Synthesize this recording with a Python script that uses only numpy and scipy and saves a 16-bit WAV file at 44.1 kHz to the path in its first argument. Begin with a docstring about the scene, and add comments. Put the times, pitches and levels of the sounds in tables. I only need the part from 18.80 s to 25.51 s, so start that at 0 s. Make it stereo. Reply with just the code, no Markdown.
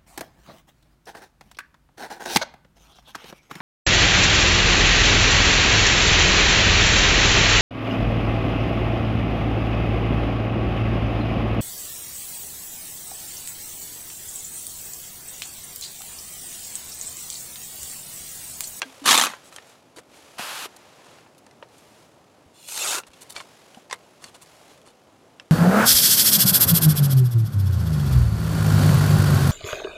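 """Outdoors at a plank table, a page is ripped out of a pocket diary, held taut and sliced with a big knife.
Fibres break in dense crackles that ring the sheet; the steel zings on the rim before it bites.
The loose sheet buckles and brushes the fingers, pages and covers bump, a hand wipes over cloth.
Jacket sleeves swish over a quiet, distant rush of air. Close and nearly mono."""
import sys
import numpy as np
from scipy import signal
from scipy.fft import rfft, irfft
from scipy.io import wavfile
from scipy.ndimage import uniform_filter1d, map_coordinates

SR = 44100
rng = np.random.default_rng(int(sys.argv[2]) if len(sys.argv) > 2 else 0)


def digitize_waveform(pressure):
    """Quantize a signal to 16-bit integers and store it at the path in sys.argv[1].

    Rows of a 2-D input are taken as channels; values are limited to [-1, 1].
    """
    field = np.atleast_2d(pressure).T
    bounded = np.clip(field, -1, 1)
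    quanta = np.round(bounded * 32767).astype(np.int16)
    wavfile.write(sys.argv[1], SR, quanta)


N = 295911
TIME_S = np.arange(N) / SR
CUTOFF_HZ = 15800

# friction spectra: freq_hz, gain_db
TEAR_SPECTRUM = [(60, -32.5), (130, -24), (240, -8), (430, -14.5), (800, -4), (1100, -4.5), (1900, -5),
                 (2700, -6), (3600, 3), (5200, -6.5), (6600, -6), (9000, -11.5), (11500, -13),
                 (15000, -31.5)]
SLICE_SPECTRUM = [(100, -15.5), (220, -26), (380, -2), (750, -8.5), (1000, -2.5), (1420, -0.5),
                  (1900, -8.5), (2550, -5), (5300, -3.5), (7200, -2), (10300, -6.5), (11700, -7.5),
                  (13200, -18), (16000, -21)]
BRUSH_SPECTRUM = [(200, 0), (1000, 11.5), (3000, -3), (7000, 5), (11000, 3), (13500, -9), (16000, -13)]
WIPE_SPECTRUM = [(100, -19), (300, -15), (550, -7.5), (900, -1.5), (1500, 0.5), (2100, -6), (2600, 1),
                 (4500, -2.5), (6500, -8), (12000, -10.5), (14000, -20), (16000, -27)]
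SLEEVE_SPECTRUM = [(200, -16), (500, 4), (1200, -0.5), (2000, -3), (3500, -4), (7000, -9), (11000, -11.5),
                   (13500, -20.5), (16000, -24.5)]
# air spectra, mid and side: freq_hz, gain_db
AIR_MID_SPECTRUM = [(15, -58.5), (25, -28), (102, -6), (200, -6), (256, -4.5), (293, -5), (326, -5),
                    (451, -6.5), (607, -5.5), (1230, -15), (2610, -30.5), (2840, -25), (3520, -32),
                    (5430, -34), (16000, -51)]
AIR_SIDE_SPECTRUM = [(15, -31.5), (25, -4.5), (92, -3), (175, 0.5), (560, -2.5), (2910, -16.5),
                     (12500, -29.5), (16000, -13.5)]
# resonances: pitch_hz, width_hz, gain_db
PAGE_MODES = [(1290, 31, -8.5), (2530, 34, -3), (2880, 37, 2.5), (3940, 120, -2.5), (4290, 33, -10.5),
              (6080, 1300, -8), (8320, 93, -11), (11100, 40, -13.5)]
TAUT_SHEET_MODES = [(947, 54, 4.5), (1385, 150, 2), (2610, 140, 9.5), (3570, 200, 7), (4180, 130, 5),
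                    (5150, 140, -17), (6580, 350, 4), (7340, 92, 6), (7940, 120, 7.5), (8580, 140, 11.5),
                    (9870, 170, -17), (11500, 270, 1)]
BLADE_MODES = [(2870, 120, 5), (3500, 120, 6.5), (4140, 260, 4.5), (5300, 120, -3), (6140, 190, -7.5),
               (7070, 200, 2.5), (8350, 210, 4), (9250, 230, -1.5), (10750, 150, -19), (12300, 180, -11)]
# the rip hangs on tough spots: centre_s, half_width_s, dip_db
RIP_STALLS = [(0.373, .005, -8.5), (0.412, 0.005, -9)]
# steel sings as the edge leaves the paper: start_s, level_db, pitch_hz, t60_s
BLADE_RINGS = [(4.62, -62, 5170, .8), (4.63, -67, 3800, 0.59), (5.425, -55, 4470, 0.23)]
# paper snaps, buckles or is tapped: start_s, level_db, ring_hz, top_hz, decay_s
PAPER_SNAPS = [ (0.0183, -13, 2800, 5400, .0015), (0.0274, -22, 1590, 3200, 0.0032),
               (0.274, -13.5, 1242, 5000, .0037), (0.2885, -7.5, 1104, 4500, .0025),
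               (0.309, -7, 3360, 8050, 0.0048), (0.345, -13, 3990, 8000, .002),
               (0.376, -5.5, 3580, 9000, 0.0026), (0.412, -8.5, 3240, 7100, .0033),
               (0.468, -16.5, 2580, 6000, .002), (0.536, -24.5, 1027, 2000, 0.0013),
               (0.725, -37, 1330, 5000, 0.0028), (0.762, -28, 3270, 10600, 0.0019),
               (0.784, -29.5, 1835, 3390, 0.0015), (1.172, -38, 514, 9960, .004),
               (1.185, -29, 460, 8000, .0013), (1.594, -21, 720, 4000, .0013),
               (1.856, -24, 385, 3000, 0.0013), (2.385, -45, 1380, 3000, .003),
               (2.462, -45.5, 890, 2000, .006), (2.665, -41, 910, 9000, 0.002),
               (2.826, -29.5, 923, 2210, 0.0019), (3.887, -33.5, 2970, 9000, 0.0056),
               (3.976, -21, 3940, 12000, 0.0014), (4.14, -25, 1403, 5000, 0.0098),
               (4.184, -25.5, 1434, 9000, 0.003), (4.235, -37, 2850, 3000, .0024),
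               (4.563, -26, 2310, 5540, 0.0054), (4.602, -28.5, 1064, 3500, 0.0028),
               (4.946, -40, 2950, 9150, 0.0028), (5.098, -38, 875, 7000, 0.005),
               (5.110, -27, 1034, 6000, 0.0062), (5.127, -22.5, 942, 2400, 0.0028),
               (5.128, -17.5, 1875, 7540, 0.0015), (5.441, -30, 4310, 9150, 0.0027),
               (6.598, -30, 2680, 4960, 0.0017)]
# the sheet is fingered: start_s, end_s
FINGERING_SPANS = [(0.6, 1.0), (2.35, 3.0), (4.25, 6.1)]
# fingers and blade brush the sheet: start_s, length_s, level_db, treble_lift_db
BRUSH_STROKES = [ (0.236, 0.03, -36.5, -23), (0.637, 0.065, -51.5, 7), (0.713, 0.085, -53, 4),
                 (0.855, 0.091, -57, 3), (1.157, 0.05, -46, -6.5), (1.346, 0.049, -57, 0),
                 (1.79, 0.075, -49, -5), (1.963, 0.0085, -44, 14), (2.222, 0.16, -55.5, -28),
                 (2.578, 0.015, -53, 13), (2.979, 0.017, -54.5, 7), (4.264, 0.027, -49.5, -6),
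                 (4.331, 0.015, -49, -20), (4.406, 0.033, -43.5, 8), (4.491, 0.045, -41.5, 19),
                 (4.544, 0.087, -40.5, -22), (5.121, 0.029, -40, -5), (5.407, 0.099, -47.5, -7),
                 (5.54, 0.031, -46.5, -9), (5.613, 0.029, -46.5, 2.5), (5.875, 0.066, -57, -28),
                 (6.051, 0.068, -52.5, -18.5)]
# soft bumps of pages and covers, and a finger humming on a page: start_s, level_db, pitch_hz, t60_s
DIARY_TONES = [(0.054, -40.5, 265, 0.24), (0.217, -34.5, 282, 0.27), (1.169, -38, 320, 0.1),
               (1.595, -26, 218, 0.035), (2.826, -25.5, 585, 0.023), (3.66, -48.5, 82, .12),
               (4.29, -47, 71, .07), (4.971, -32, 230, 0.038), (4.971, -35, 765, 0.047),
               (5.128, -29, 520, 0.028), (5.444, -43, 225, 0.068)]
# an arm moves in its sleeve: start_s, length_s, level_db, brightness_db
ARM_MOVES = [(-0.1, 0.34, -54.5, 1), (0.445, 0.49, -59.5, -1), (1.278, 0.32, -57, 0.5),
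             (1.837, 0.56, -59.5, -2), (2.875, 0.36, -62, 2), (4.297, 0.694, -60, 0.5),
             (5.126, 0.5, -65, -0.5), (5.612, 0.32, -59.5, 1)]


def page_rip(start_s=.2545, hardest_s=.3, free_s=.46):
    """Jerky bundles of fibres break along the binding and shake the leaf; once free it flutters, duller."""
    clicks = fibres(rate_hz=3300, spread_db=2, clump_db=3, clump_hz=450)
    clicks = edge_echo(clicks, lag_s=.001, echo_db=-6, wander_hz=22)
    ring = resonances(clicks, PAGE_MODES, bend_share=.035, bend_hz=25)
    leaf = coloured(clicks, TEAR_SPECTRUM) + from_db(-6) * ring
    stall_db = sum(dip_db * np.exp(-np.minimum(((TIME_S - centre_s) / half_s) ** 2, 20))
                   for centre_s, half_s, dip_db in RIP_STALLS)
    pull_db = effort_db(start_s, hardest_s, free_s, start_db=-9.5, end_db=-13.5)
    free = TIME_S > free_s
    rip = set_bands(leaf, body_db=-20 + .45 * pull_db - 2 * free, rasp_db=-17 + pull_db - 3.5 * free,
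                    fizz_db=-23 + .41 * pull_db - 11 * free)
    return from_db(stall_db) * envelope(start_s, free_s, attack_s=.002, release_s=.039) * rip


def knife_slice(start_s=3.874, hardest_s=4.11, end_s=4.19):
    """The edge parts the taut sheet fibre by fibre; the body fills in as the cut flap grows."""
    clicks = fibres(rate_hz=7000, spread_db=2, clump_db=1.8, clump_hz=400)
    clicks = edge_echo(clicks, lag_s=.0013, echo_db=-10, wander_hz=45)
    ring = resonances(clicks, TAUT_SHEET_MODES, bend_share=.012, bend_hz=30)
    sheet = coloured(clicks, SLICE_SPECTRUM) + from_db(-3) * ring
    push_db = effort_db(start_s, hardest_s, end_s, start_db=-17.5, end_db=-8.5)
    uncut = 1 - progress(start_s, end_s)
    slicing = set_bands(sheet, body_db=-33 - 28 * uncut ** 3, rasp_db=-27.5 + push_db,
                        fizz_db=-31 + .59 * push_db)
    return envelope(start_s, end_s, attack_s=.0043, release_s=.0097) * slicing


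def blade_skate(start_s=3.733, end_s=3.888):
    """The edge skates on the sheet's rim; the steel zings, louder and brighter until it bites."""
    clicks = fibres(rate_hz=23000, spread_db=9, clump_db=-1.5, clump_hz=180)
    ring = resonances(clicks, BLADE_MODES, bend_share=.02, bend_hz=24)
    steel = ring + from_db(-5) * coloured(clicks, SLICE_SPECTRUM)
    to_go = 1 - progress(start_s, end_s)
    zing = set_bands(steel, body_db=-76, rasp_db=-47 - 14 * to_go, fizz_db=-46 - 20 * to_go)
    return envelope(start_s, end_s, attack_s=.012, release_s=.039) * zing


def paper_snaps(rows, low_hz=450, overtone_db=-5, ring_stretch=2.6, flutter_db=-15, flutter_s=.011):
    """Each snap: a quick crack, a ring of the bent panel, a dull flutter dying in the sheet."""
    out, age_s = np.zeros(N), TIME_S[:4096]
    harmonic = np.arange(1, 5)[:, None]
    for start_s, level_db, ring_hz, top_hz, decay_s in rows:
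        decay = np.exp(-age_s / decay_s)
        attack = np.minimum(age_s / (.16 * decay_s) + .01, 1)   # a slow buckle starts softly
        crack, flutter = rng.standard_normal((2, len(age_s)))
        crack = unit_rms(butter(butter(crack * decay, top_hz, "low", order=3), low_hz, "high"))
        partial_hz = harmonic * ring_hz
        rolloff = (partial_hz < CUTOFF_HZ) / np.hypot(1, (partial_hz / top_hz) ** 2)
        detune = rng.normal(1, .021, harmonic.shape)
        partials = from_db(overtone_db * (harmonic - 1)) * np.sin(2 * np.pi * partial_hz * detune * age_s)
        panel = unit_rms((rolloff * partials).sum(axis=0) * decay ** (1 / ring_stretch))
        ring_db = 1 - 2.5 * np.log2(ring_hz / 1000)   # big, low panels ring most
        hit = unit_rms(attack * (crack + from_db(ring_db) * panel)) * np.sqrt(np.mean(decay ** 2))
        flutter = unit_rms(butter(butter(flutter, 2200, "low"), low_hz, "high"))
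        flutter *= np.exp(-age_s / flutter_s) * (1 - decay)
        add(out, start_s, from_db(level_db) * (hit + from_db(flutter_db) * flutter))
    return butter(butter(out, 11500, "low", order=3), 330, "high", order=3)


def finger_ticks(rate_hz=6.9, level_db=-49.5, spread_db=4, ring_hz=3000, top_hz=10000, decay_s=.002):
    """The fingered sheet ticks faintly at random; returns rows like PAPER_SNAPS."""
    rows = []
    for start_s, end_s in FINGERING_SPANS:
        span_s = end_s - start_s
        for when, force, pitch in rng.random((40, 3))[:int(rate_hz * span_s)]:
            tick_db = level_db + spread_db * (2 * force - 1)
            tick_hz = ring_hz * 2 ** (2 * pitch - 1)
            rows.append((start_s + when * span_s, tick_db, tick_hz, top_hz, decay_s))
    return rows


def paper_brushes(treble_hz=4500, attack_share=.2):
    """Fingers and blade graze the sheet: short swells of fine friction."""
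    out = np.zeros(N)
    clicks = fibres(rate_hz=7000, spread_db=8.5, clump_db=10.5, clump_hz=67)
    ring = resonances(clicks, BLADE_MODES, bend_share=.061, bend_hz=5.1)
    rasp = coloured(clicks, BRUSH_SPECTRUM) + from_db(-3) * ring
    dull = butter(rasp, treble_hz, "low", order=1)
    for start_s, length_s, level_db, lift_db in BRUSH_STROKES:
        done = np.linspace(0, 1, int(length_s * SR))
        span = slice(int(start_s * SR), int(start_s * SR) + len(done))
        brush = unit_rms(dull[span] + from_db(lift_db) * (rasp[span] - dull[span]))
        swell = np.minimum(done / attack_share, 1) * np.sqrt(1 - done ** 2)
        add(out, start_s, from_db(level_db) * brush * swell)
    return out


def cloth_wipe(start_s=1.579, end_s=1.859):
    """A hand slides over cloth: a fine rasp that thins a little on the way."""
    clicks = fibres(rate_hz=16000, spread_db=3, clump_db=5, clump_hz=24)
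    cloth = coloured(clicks, WIPE_SPECTRUM)
    rub = set_bands(cloth, body_db=-36 - 3 * progress(start_s, end_s), rasp_db=-38, fizz_db=-42)
    return envelope(start_s, end_s, attack_s=.0086, release_s=.0067) * rub


def contact_tones(rows, rise_s):
    """Each soft contact starts one damped tone."""
    out, age_s = np.zeros(N), TIME_S[:SR // 2]
    attack = 1 - np.exp(-age_s / rise_s)
    for start_s, level_db, pitch_hz, t60_s in rows:
        gain = attack * from_db(level_db - 60 * age_s / t60_s)
        add(out, start_s, gain * np.sin(2 * np.pi * pitch_hz * age_s))
    return out


def sleeves(rest_db=-67):
    """Jacket cloth swishes with the arms, never quite still; bright moves trade body for fizz."""
    clicks = fibres(rate_hz=29000, spread_db=4.5, clump_db=2.5, clump_hz=110)
    band_power = from_db(rest_db) ** 2
    for start_s, length_s, level_db, brightness_db in ARM_MOVES:
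        tilt_db = brightness_db * np.array([[-1], [0], [1]])
        move = envelope(start_s, start_s + length_s, attack_s=.063, release_s=.07)
        band_power = band_power + (from_db(level_db + tilt_db) * move) ** 2
    body_db, rasp_db, fizz_db = 10 * np.log10(band_power)
    return set_bands(coloured(clicks, SLEEVE_SPECTRUM), body_db + 1.5, rasp_db, fizz_db - 6)


def distant_air(mid_db=-56.23, waver_db=1.03, side_db=-65, low_hz=45):
    """A far, dull rush; a little rumble and hiss differ left to right."""
    mid = from_db(mid_db + waver_db * drift(6)) * coloured(rng.standard_normal(N), AIR_MID_SPECTRUM)
    side = from_db(side_db) * coloured(rng.standard_normal(N), AIR_SIDE_SPECTRUM)
    return butter(mid + side * np.array([[1], [-1]]), low_hz, "high")


def fibres(rate_hz, spread_db, clump_db, clump_hz):
    """Fibres catch and break at random, in clumps; the pull keeps their mean power even."""
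    sizes = from_db(spread_db * np.clip(rng.standard_normal(N), -2, 2) + clump_db * drift(clump_hz))
    clicks = (rng.random(N) < rate_hz / SR) * rng.choice([-1, 1], N) * sizes
    local_power = np.abs(uniform_filter1d(clicks ** 2, size=900))
    return clicks / np.sqrt(local_power + 1e-6)


def edge_echo(clicks, lag_s, echo_db, wander_hz, wander_share=.25):
    """Clicks return from the sheet's edge; the path changes, so the colour shifts."""
    lag_samples = lag_s * SR * (1 + wander_share * drift(wander_hz))
    echo = np.take(clicks, (np.arange(N) - lag_samples).astype(int), mode="clip")
    return clicks + from_db(echo_db) * echo


def resonances(clicks, modes, bend_share, bend_hz):
    """Parallel modes whose pitch wanders as the part flexes; rms 1."""
    ring = np.zeros(N)
    for pitch_hz, width_hz, gain_db in modes:
        radius = np.exp(-np.pi * width_hz / SR)
        feedback = [1, -2 * radius * np.cos(2 * np.pi * pitch_hz / SR), radius ** 2]
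        ring += from_db(gain_db) * signal.lfilter([1 - radius, 0, radius - 1], feedback, clicks)
    read_position = np.cumsum(1 + bend_share * drift(bend_hz))
    return unit_rms(map_coordinates(ring, [read_position], mode="mirror"))


def set_bands(sound, body_db, rasp_db, fizz_db, edges_hz=(2000, 8000), low_hz=110):
    """Set low (body), middle (rasp) and high (fizz) levels; thin sheets radiate no bass."""
    body = butter(butter(sound, edges_hz[0], "low", order=5), low_hz, "high")
    rasp = butter(sound, edges_hz, "band", order=5)
    fizz = butter(sound, edges_hz[1], "high", order=5)
    return sum(from_db(db) * unit_rms(x) for db, x in [(body_db, body), (rasp_db, rasp), (fizz_db, fizz)])


def coloured(x, spectrum, size=4096):
    """Minimum-phase filter following a spectrum table; rms 1."""
    freq_hz, gain_db = np.transpose(spectrum)
    grid_hz = np.maximum(np.arange(size // 2 + 1) * SR / size, 1)
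    grid_db = np.interp(np.log(grid_hz), np.log(freq_hz), gain_db)
    cepstrum = irfft(np.log(from_db(grid_db)))
    cepstrum[1:size // 2] *= 2
    cepstrum[size // 2 + 1:] = 0
    impulse = irfft(np.exp(rfft(cepstrum)))
    return unit_rms(signal.oaconvolve(x, impulse)[:N])


def effort_db(start_s, hardest_s, end_s, start_db, end_db):
    """Hand force: a rounded arch, 0 dB at the hardest moment."""
    return start_db * (1 - progress(start_s, hardest_s)) ** 2 + end_db * progress(hardest_s, end_s) ** 2


def envelope(start_s, end_s, attack_s, release_s):
    """Linear rise, hold, exponential release."""
    return progress(start_s, start_s + attack_s) * np.exp(-np.clip((TIME_S - end_s) / release_s, 0, 20))


def progress(start_s, end_s):
    """Share of a movement done, 0 to 1."""
    return np.clip((TIME_S - start_s) / (end_s - start_s), 0, 1)


def drift(rate_hz):
    """Random wander, spread about 1."""
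    return np.interp(TIME_S * rate_hz, np.arange(N // 20), rng.standard_normal(N // 20))


def butter(x, corner_hz, kind, order=2):
    """Butterworth low-, high- or band-pass."""
    return signal.sosfilt(signal.butter(order, corner_hz, kind, fs=SR, output="sos"), x)


def add(track, start_s, sound):
    """Mix in a short sound."""
    first = int(start_s * SR)
    track[first:first + len(sound)] += sound[:max(N - first, 0)]


def from_db(db):
    """Decibels to gain."""
    return 10 ** (np.asarray(db) / 20)


def unit_rms(x):
    """Scale to rms 1."""
    return x / np.sqrt(np.mean(x ** 2) + 1e-20)


def scene(skew_samples=.04):
    """Near sources straight ahead, a fraction of a sample apart left to right, over the air."""
    near = page_rip() + blade_skate() + knife_slice()
    near += paper_snaps(PAPER_SNAPS + finger_ticks()) + paper_brushes()
    near += cloth_wipe() + sleeves()
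    near += contact_tones(DIARY_TONES, rise_s=.0024) + contact_tones(BLADE_RINGS, rise_s=.013)
    side = skew_samples * np.gradient(near)
    return near + side * np.array([[1], [-1]]) + distant_air()


def record(dry):
    """Soft peak limit, then a steep low-pass."""
    rounded = dry / (1 + (dry / .84) ** 6) ** (1 / 6)
    return signal.sosfilt(signal.ellip(12, .1, 80, CUTOFF_HZ, fs=SR, output="sos"), rounded)


dry = scene()
out = record(dry)
digitize_waveform(out)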